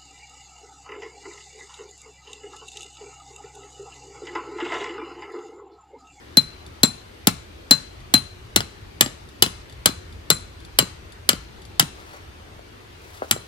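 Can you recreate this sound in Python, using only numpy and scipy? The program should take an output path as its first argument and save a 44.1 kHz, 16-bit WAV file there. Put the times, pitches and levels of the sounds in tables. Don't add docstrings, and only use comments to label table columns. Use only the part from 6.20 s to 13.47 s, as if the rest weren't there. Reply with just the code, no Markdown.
import sys
import numpy as np
from scipy import signal
from scipy.fft import rfft, irfft
from scipy.io import wavfile
from scipy.ndimage import uniform_filter1d

SR = 44100
rng = np.random.default_rng(int(sys.argv[2]) if len(sys.argv) > 2 else 0)


def int16_out(signal):
    q = np.round(np.clip(np.atleast_2d(signal).T, -1, 1) * 32767)
    wavfile.write(sys.argv[1], SR, q.astype(np.int16))


N = 320607
T = np.arange(SR // 2) / SR


def amp(db):
    return 10 ** (np.asarray(db) / 20)


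def evened(x):
    return x / np.sqrt(np.mean(x ** 2) + 1e-20)


def read(points, hz):
    f, value = np.transpose(points)
    return np.interp(np.log(hz + 1), np.log(f), value)


def add(mix, s, sound):
    part = mix[round(s * SR):][:len(sound)]
    part += sound[:len(part)]


def colour(points, size=2048):
    log_gain = np.log(amp(read(points, abs(np.fft.fftfreq(size, 1 / SR)))))
    return np.fft.ifft(np.exp(np.conj(signal.hilbert(log_gain)))).real[:size // 2]


# time in seconds, firmness from 0 (loose) to 1 (firm).
SOIL_FIRMNESS = [(0.17, 0.01), (1.94, 0.29), (2.81, .9), (5.6, 1)]


def by_soil(s, loose, firm):
    return loose + (firm - loose) * np.interp(s, *np.transpose(SOIL_FIRMNESS))


# frequency in Hz, density in dB per Hz.
AIR_SPECTRUM = [(15, -49), (25, -19.5), (47, -15), (70, -1), (149, -16.5), (185, -17.5), (270, -17),
                (363, -12), (516, -18.5), (2000, -23.5), (2910, -25.5), (4370, -28), (7510, -39.5),
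                (14000, -48.5), (16000, -63.5)]
# frequency in Hz, left-right coherence (signed, -1 to 1).
AIR_COHERENCE = [(60, 0.94), (130, 0.9), (290, 0.48), (640, -0.38), (1410, -0.27), (3100, 0), (6820, 0.11),
                 (15000, 1)]
# frequency in Hz, left minus right in dB.
AIR_BALANCE_DB = [(60, 0.5), (700, 2.5), (2400, 2), (4400, 4.5), (8100, -1), (15000, 0)]
# time in seconds, level in dB.
RUMBLE_TROUGHS = [(0.0, -52), (1.96, -46.5), (2.61, -49), (3.87, -44), (5.95, -48), (6.88, -52.5),
                  (7.27, -50)]
RUMBLE_OVER_DB, HISS_DB = 2, -47


def air():
    frames, hz = N // 512 + 5, np.fft.rfftfreq(2048, 1 / SR)
    a, b, c, d, patches = rng.standard_normal((5, len(hz), frames))
    patches = uniform_filter1d(patches, size=10, axis=0)
    patches = evened(uniform_filter1d(patches, size=8, axis=1))
    left = a + 1j * b
    independent = c + 1j * d
    coherence = np.clip(read(AIR_COHERENCE, hz), -1, 1)[:, None]
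    right = coherence * left + np.sqrt(1 - coherence ** 2) * independent
    right = right / amp(read(AIR_BALANCE_DB, hz))[:, None]
    level_db = read(AIR_SPECTRUM, hz)[:, None] + 1.5 * patches
    spectrum = np.array([left, right]) * amp(level_db)
    low = 1 / (1 + (hz[:, None] / 160) ** 4)
    rumble_db = np.interp(np.arange(N) / SR, *np.transpose(RUMBLE_TROUGHS)) + RUMBLE_OVER_DB
    out = np.zeros((2, N))
    for share, db in zip((low, 1 - low), (rumble_db, HISS_DB)):
        noise = signal.istft(spectrum * share, nperseg=2048, noverlap=1536)[1][:, :N]
        out += evened(noise) * amp(db)
    return out


# frequency in Hz, density in dB per Hz.
CRACK_SPECTRUM = [(100, -23.5), (400, -2), (1100, -4.5), (1900, 3), (2450, -8), (3000, -3.5), (3900, -0.5),
                  (4800, -2), (6000, -3.5), (7500, -1), (9000, -9), (11500, -10), (13000, -15.5),
                  (15200, -18), (16500, -10.5)]


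def burst(length, steepness, tilt_db=0):
    envelope = np.exp(-(T[:4096] / length) ** steepness)
    spectrum = rfft(rng.standard_normal(len(envelope)) * envelope)
    flattened = spectrum / (abs(spectrum) + 1e-9) ** .6
    chatter = irfft(flattened) * envelope ** .3
    chatter *= np.linalg.norm(envelope) / np.linalg.norm(chatter)
    tilted = [(hz, db + tilt_db * np.log2(hz / 4000)) for hz, db in CRACK_SPECTRUM]
    shape = colour(tilted)
    crack = signal.fftconvolve(chatter, shape / np.linalg.norm(shape))
    return np.pad(crack, (0, len(T) - len(crack)))


def ring(modes, detune, spread_db, rise):
    out = np.zeros(len(T))
    for (hz, db, t60), (a, b, c) in zip(modes, rng.standard_normal((len(modes), 3))):
        decay = np.exp(-np.log(1000) * T / t60)
        wave = np.sin(2 * np.pi * (hz * (1 + detune * b) * T + c))
        out += amp(db + spread_db * a) * decay * wave
    return out * (1 - np.exp(-T / rise))


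def thump(crest, start_hz, end_hz, glide):
    turns = end_hz * T + (start_hz - end_hz) * glide * (1 - np.exp(-T / glide))
    u = T / crest
    return u * np.exp((1 - u ** 3) / 3) * np.sin(2 * np.pi * turns)


# start in seconds, force in dB, low ring in dB, middle ring in dB, high ring in dB,
# pitch of the gripped shaft in Hz.
HAMMER_BLOWS = [(0.1705, -3.5, 6.5, -36.5, -42, 3180), (0.6329, -0.5, -4, -15, -30, 3840),
                (1.071, -0.5, -18.5, -34.5, -46.5, 3260), (1.5097, 0.5, 1, -22.5, -47, 3300),
                (1.9391, -0.5, 0.5, -39, -30.5, 3960), (2.3610, -1.4, -13, -31.5, -56.5, 3730),
                (2.809, 0.5, -33, -17, -46, 3450), (3.223, 1.5, -11, -23, -39, 3053),
                (3.658, 0, -9, -27, -46, 3180), (4.1022, -.5, -9, -16.5, -32.5, 3670),
                (4.5876, 0.5, -16, -22, -50.5, 3160), (5.0904, -0.8, -28, -25, -43, 3210),
                (5.5962, -0.1, -24.5, -33, -47, 3040), (7.1109, -4, -22.5, -22, -41, 2690)]
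# frequency in Hz, relative level in dB, 60 dB decay time in seconds.
PEG_MODES = [(4086, -1, .115), (4076, -0.5, 0.42), (7562, 0, .15), (7750, -7, 0.11), (9885, -2, .24),
             (9815, -6, 0.24), (9955, -6, .2), (11940, -12.5, 0.12), (12260, -10, .12)]
# frequency in Hz, relative level in dB, 60 dB decay time in seconds.
CLACK_MODES = [(1860, -10.5, .018), (2958, -0.5, 0.025), (3293, 0.5, 0.016), (3513, -10, 0.018),
               (4400, -11.5, .015), (4835, 3, 0.018), (6950, -11, .018), (7390, -17.5, 0.024),
               (7670, -9.5, 0.025), (9500, -10.5, 0.015), (11060, -2, 0.017), (11580, -3, 0.018)]
CRACK_DB, CRACK_S, CRACK_TILT_DB = -0.5, 0.0051, 0.5
CLACK_LOOSE_DB, CLACK_FIRM_DB, CLACK_PER_FORCE = -15, -0.5, 2.4
THUMP_LOOSE_DB, THUMP_FIRM_DB = -6, -13.5
CREST_LOOSE_S, CREST_FIRM_S = .0078, 0.0031
LINGER_LOOSE_DB, LINGER_FIRM_DB, LINGER_PER_RING = -30.5, -26.5, .45
RATTLE_DB = 3


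def hammering():
    broad, clack, peg = np.zeros((3, N))
    soil_band = signal.butter(2, [110, 210], "bandpass", fs=SR, output="sos")
    for s, force_db, low_db, middle_db, high_db, shaft_hz in HAMMER_BLOWS:
        crack = burst(CRACK_S, steepness=2.9, tilt_db=CRACK_TILT_DB)
        add(broad, s, amp(CRACK_DB + force_db) * crack)

        thump_db = force_db + by_soil(s, THUMP_LOOSE_DB, THUMP_FIRM_DB)
        crest = by_soil(s, CREST_LOOSE_S, CREST_FIRM_S)
        add(broad, s, amp(thump_db) * thump(crest, start_hz=988, end_hz=176.7, glide=.0028))
        soil_noise = evened(signal.sosfilt(soil_band, rng.standard_normal(len(T))))
        shudder = soil_noise * np.exp(-T / 0.0338)
        add(broad, s, amp(-21.5 + 0.22 * thump_db) * shudder)

        shaft = [(shaft_hz, -1, .028)]
        clack_db = CLACK_PER_FORCE * force_db + by_soil(s, CLACK_LOOSE_DB, CLACK_FIRM_DB)
        modes = list(CLACK_MODES) + shaft
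        add(clack, s, amp(clack_db) * ring(modes, detune=0.0053, spread_db=0.3, rise=0.0012))

        linger_db = by_soil(s, LINGER_LOOSE_DB, LINGER_FIRM_DB) + LINGER_PER_RING * low_db
        rings_db = low_db, linger_db, middle_db, high_db
        groups = PEG_MODES[:1], PEG_MODES[1:2], PEG_MODES[2:4], PEG_MODES[4:]
        for db, modes in zip(rings_db, groups):
            slow = uniform_filter1d(rng.standard_normal(len(T)), size=300)
            rattle = evened(uniform_filter1d(slow, size=150))
            tone = ring(modes, detune=0.0012, spread_db=1.5, rise=0.0013)
            add(peg, s, amp(db + RATTLE_DB * rattle) * tone)
    return broad, clack, peg


# frequency in Hz, level in dB.
ECHO_SPECTRUM = [(60, -20), (130, -4.5), (400, 2), (1200, 8.5), (1900, -3.5), (2450, 6.5), (3200, -0.5),
                 (5200, -2), (7500, -1.5), (10000, 2.5), (12500, 0.5), (15000, 13), (16000, -14)]
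# frequency in Hz, 60 dB decay time in seconds.
ECHO_DECAY = [(120, 0.091), (320, 0.27), (840, 0.24), (2200, 0.34), (5800, 0.37), (10000, 0.22),
              (15000, 0.1)]


def echoes(x, start, rise, stretch):
    hz, t, z = signal.stft(rng.standard_normal((2, SR // 2)), SR, nperseg=256)
    t60 = stretch * read(ECHO_DECAY, hz)[:, None]
    z = z * amp(read(ECHO_SPECTRUM, hz))[:, None] * np.exp(-np.log(1000) * t / t60)
    swell = np.clip((T - start) / rise, 0, 1)
    tail = signal.istft(z, SR, nperseg=256)[1][:, :len(T)] * swell
    return signal.fftconvolve(x[None], tail / np.linalg.norm(tail[0]), axes=1)[:, :N]


def campsite(x):
    out = np.zeros((2, N))
    blow = np.searchsorted([row[0] - .01 for row in HAMMER_BLOWS], np.arange(N) / SR)
    for k in range(7):
        part = x * (blow % 7 == k)
        out += amp(-13.5) * echoes(part, start=0.0043, rise=0.0037, stretch=0.27)
        out += amp(-21.5) * echoes(part, start=0.0041, rise=0.012, stretch=1.396)
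    return out


# start in seconds, level in dB.
LIGHT_SCRAPES = [(0.464, -40), (1.804, -45.5), (3.089, -43), (3.497, -41.5), (3.525, -41.5), (3.926, -44),
                 (4.403, -44.5), (4.449, -38.5), (4.922, -40), (5.419, -43), (5.452, -38.5), (6.972, -41.5)]
# frequency in Hz, relative level in dB, 60 dB decay time in seconds.
TOUCH_MODES = [(3500, -2, .025), (4620, -3, .025), (10520, -17.5, 0.047)]


def scraping():
    out = np.zeros(N)
    thin = signal.butter(2, [2800, 11000], "bandpass", fs=SR, output="sos")
    for s, db in LIGHT_SCRAPES:
        grit = burst(length=0.0012, steepness=0.92) + amp(-10.5) * burst(length=0.015, steepness=1.7)
        tink = ring(TOUCH_MODES, detune=.01, spread_db=1, rise=.0004)
        add(out, s, amp(db) * (amp(2) * signal.sosfilt(thin, grit) + amp(4) * tink))
    return out


# start in seconds, tick level in dB.
HAMMER_BOUNCES = [(1.978, -19.5), (2.4052, -10.5), (2.861, -15.5), (3.262, -12.5), (3.689, -16.5),
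                  (4.624, -18), (5.131, -14.5), (5.625, -15.5)]
REBOUND_LOOSE_DB, REBOUND_FIRM_DB = -38.5, -20


def bouncing():
    out = np.zeros(N)
    for s, tick_db in HAMMER_BOUNCES:
        thump_db = by_soil(s, REBOUND_LOOSE_DB, REBOUND_FIRM_DB)
        clack = ring(CLACK_MODES[1:6], detune=.02, spread_db=1, rise=.0005)
        clack = clack * np.exp(-T / .005)
        tick = amp(-7.5) * burst(length=0.0045, steepness=0.99, tilt_db=-3) + amp(-5.5) * clack
        landing = thump(0.0056, start_hz=684, end_hz=150, glide=0.0039)
        add(out, s, amp(tick_db) * tick + amp(thump_db) * landing)
    return out


# start in seconds, length in seconds, level before the swell in dB, tilt in dB per octave.
CLOTH_RUSTLES = [(5.702, 0.39, -45.5, -1), (6.05, .42, -52.5, -5.5), (6.72, 0.66, -47.5, 1)]
# frequency in Hz, density in dB per Hz.
CLOTH_SPECTRUM = [(100, -19.5), (400, -2), (1200, 0), (3000, -8), (6000, -10), (14000, -25.5)]


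def rustling():
    out = np.zeros(N)
    for s, length, db, tilt_db in CLOTH_RUSTLES:
        u = np.arange(0, 1, 1 / (length * SR))
        folds = evened(uniform_filter1d(rng.standard_normal(len(u)), size=700))
        shape = colour([(hz, level + tilt_db * np.log2(hz)) for hz, level in CLOTH_SPECTRUM])
        grains = rng.standard_normal(len(u)) * amp(2.51 * folds)
        slide = signal.fftconvolve(grains, shape)[:len(u)]
        add(out, s, amp(db) * evened(slide) * np.sin(np.pi * u))
    return out


# start
# in seconds, level in dB.
GROUND_KNOCKS = [(5.942, -35), (6.078, -38.5), (6.392, -36), (7.0202, -13.5), (7.028, -24), (7.043, -28),
                 (7.162, -21.5)]


def knocking():
    out = np.zeros(N)
    dull = signal.butter(5, 1700, "lowpass", fs=SR, output="sos")
    for s, db in GROUND_KNOCKS:
        click = signal.sosfilt(dull, burst(length=.003, steepness=1.6))
        push = thump(.0024, start_hz=1203, end_hz=286, glide=0.0019)
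        add(out, s, amp(db) * (amp(1.5) * push + amp(0.5) * click))
    return out


# frequency in Hz, phase lag in radians.
RIGHT_LAG = [(30, 0), (300, .6), (1000, 2), (2000, 3.2), (3100, 4.5), (4000, 6.2), (5500, 7.7),
             (7000, 10.6), (7700, 12.8), (8700, 15.6), (9800, 13.5), (11200, 12.6), (15000, 10.9)]
# frequency in Hz, gain in dB.
RIGHT_SHADE = [(100, 3), (400, -5.5), (1200, -1), (2300, -5), (3000, -3), (4400, -8.5), (6000, -9),
               (7500, -10), (8500, 0), (9900, 5), (11000, -1), (15000, 6)]


def microphones(direct, reflected):
    hz = np.fft.rfftfreq(N, 1 / SR)
    delayed = irfft(rfft(direct) * np.exp(-1j * read(RIGHT_LAG, hz)), N)
    right = delayed + reflected[1]
    shaded = irfft(rfft(right) * amp(read(RIGHT_SHADE, hz)), N)
    return np.array([direct + reflected[0], shaded])


def scene():
    background = air()
    broad, clack, peg = hammering()
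    broad = broad + scraping() + bouncing() + rustling() + knocking()
    reflected = campsite(broad + amp(-11.5) * clack + amp(-5.5) * peg)
    return microphones(broad + clack + peg, reflected) + background


# frequency in Hz, width in Hz, depth from 0 to 1.
PORT_DIPS = [(5196, 87, 0.7), (7400, 200, 1), (9400, 140, 0.8)]
EDGE_HZ = 16100


def record(dry):
    for hz, width, depth in PORT_DIPS:
        resonance = signal.lfilter(*signal.iirpeak(hz, hz / width, fs=SR), dry)
        dry = dry - np.clip(depth, 0, 1) * resonance
    clipped = dry / (1 + dry ** 10) ** (1 / 10)
    band = signal.firwin(255, EDGE_HZ, window=("kaiser", 8), fs=SR)
    return signal.oaconvolve(clipped, band[None], "same")


dry = scene()
out = record(dry)
int16_out(out)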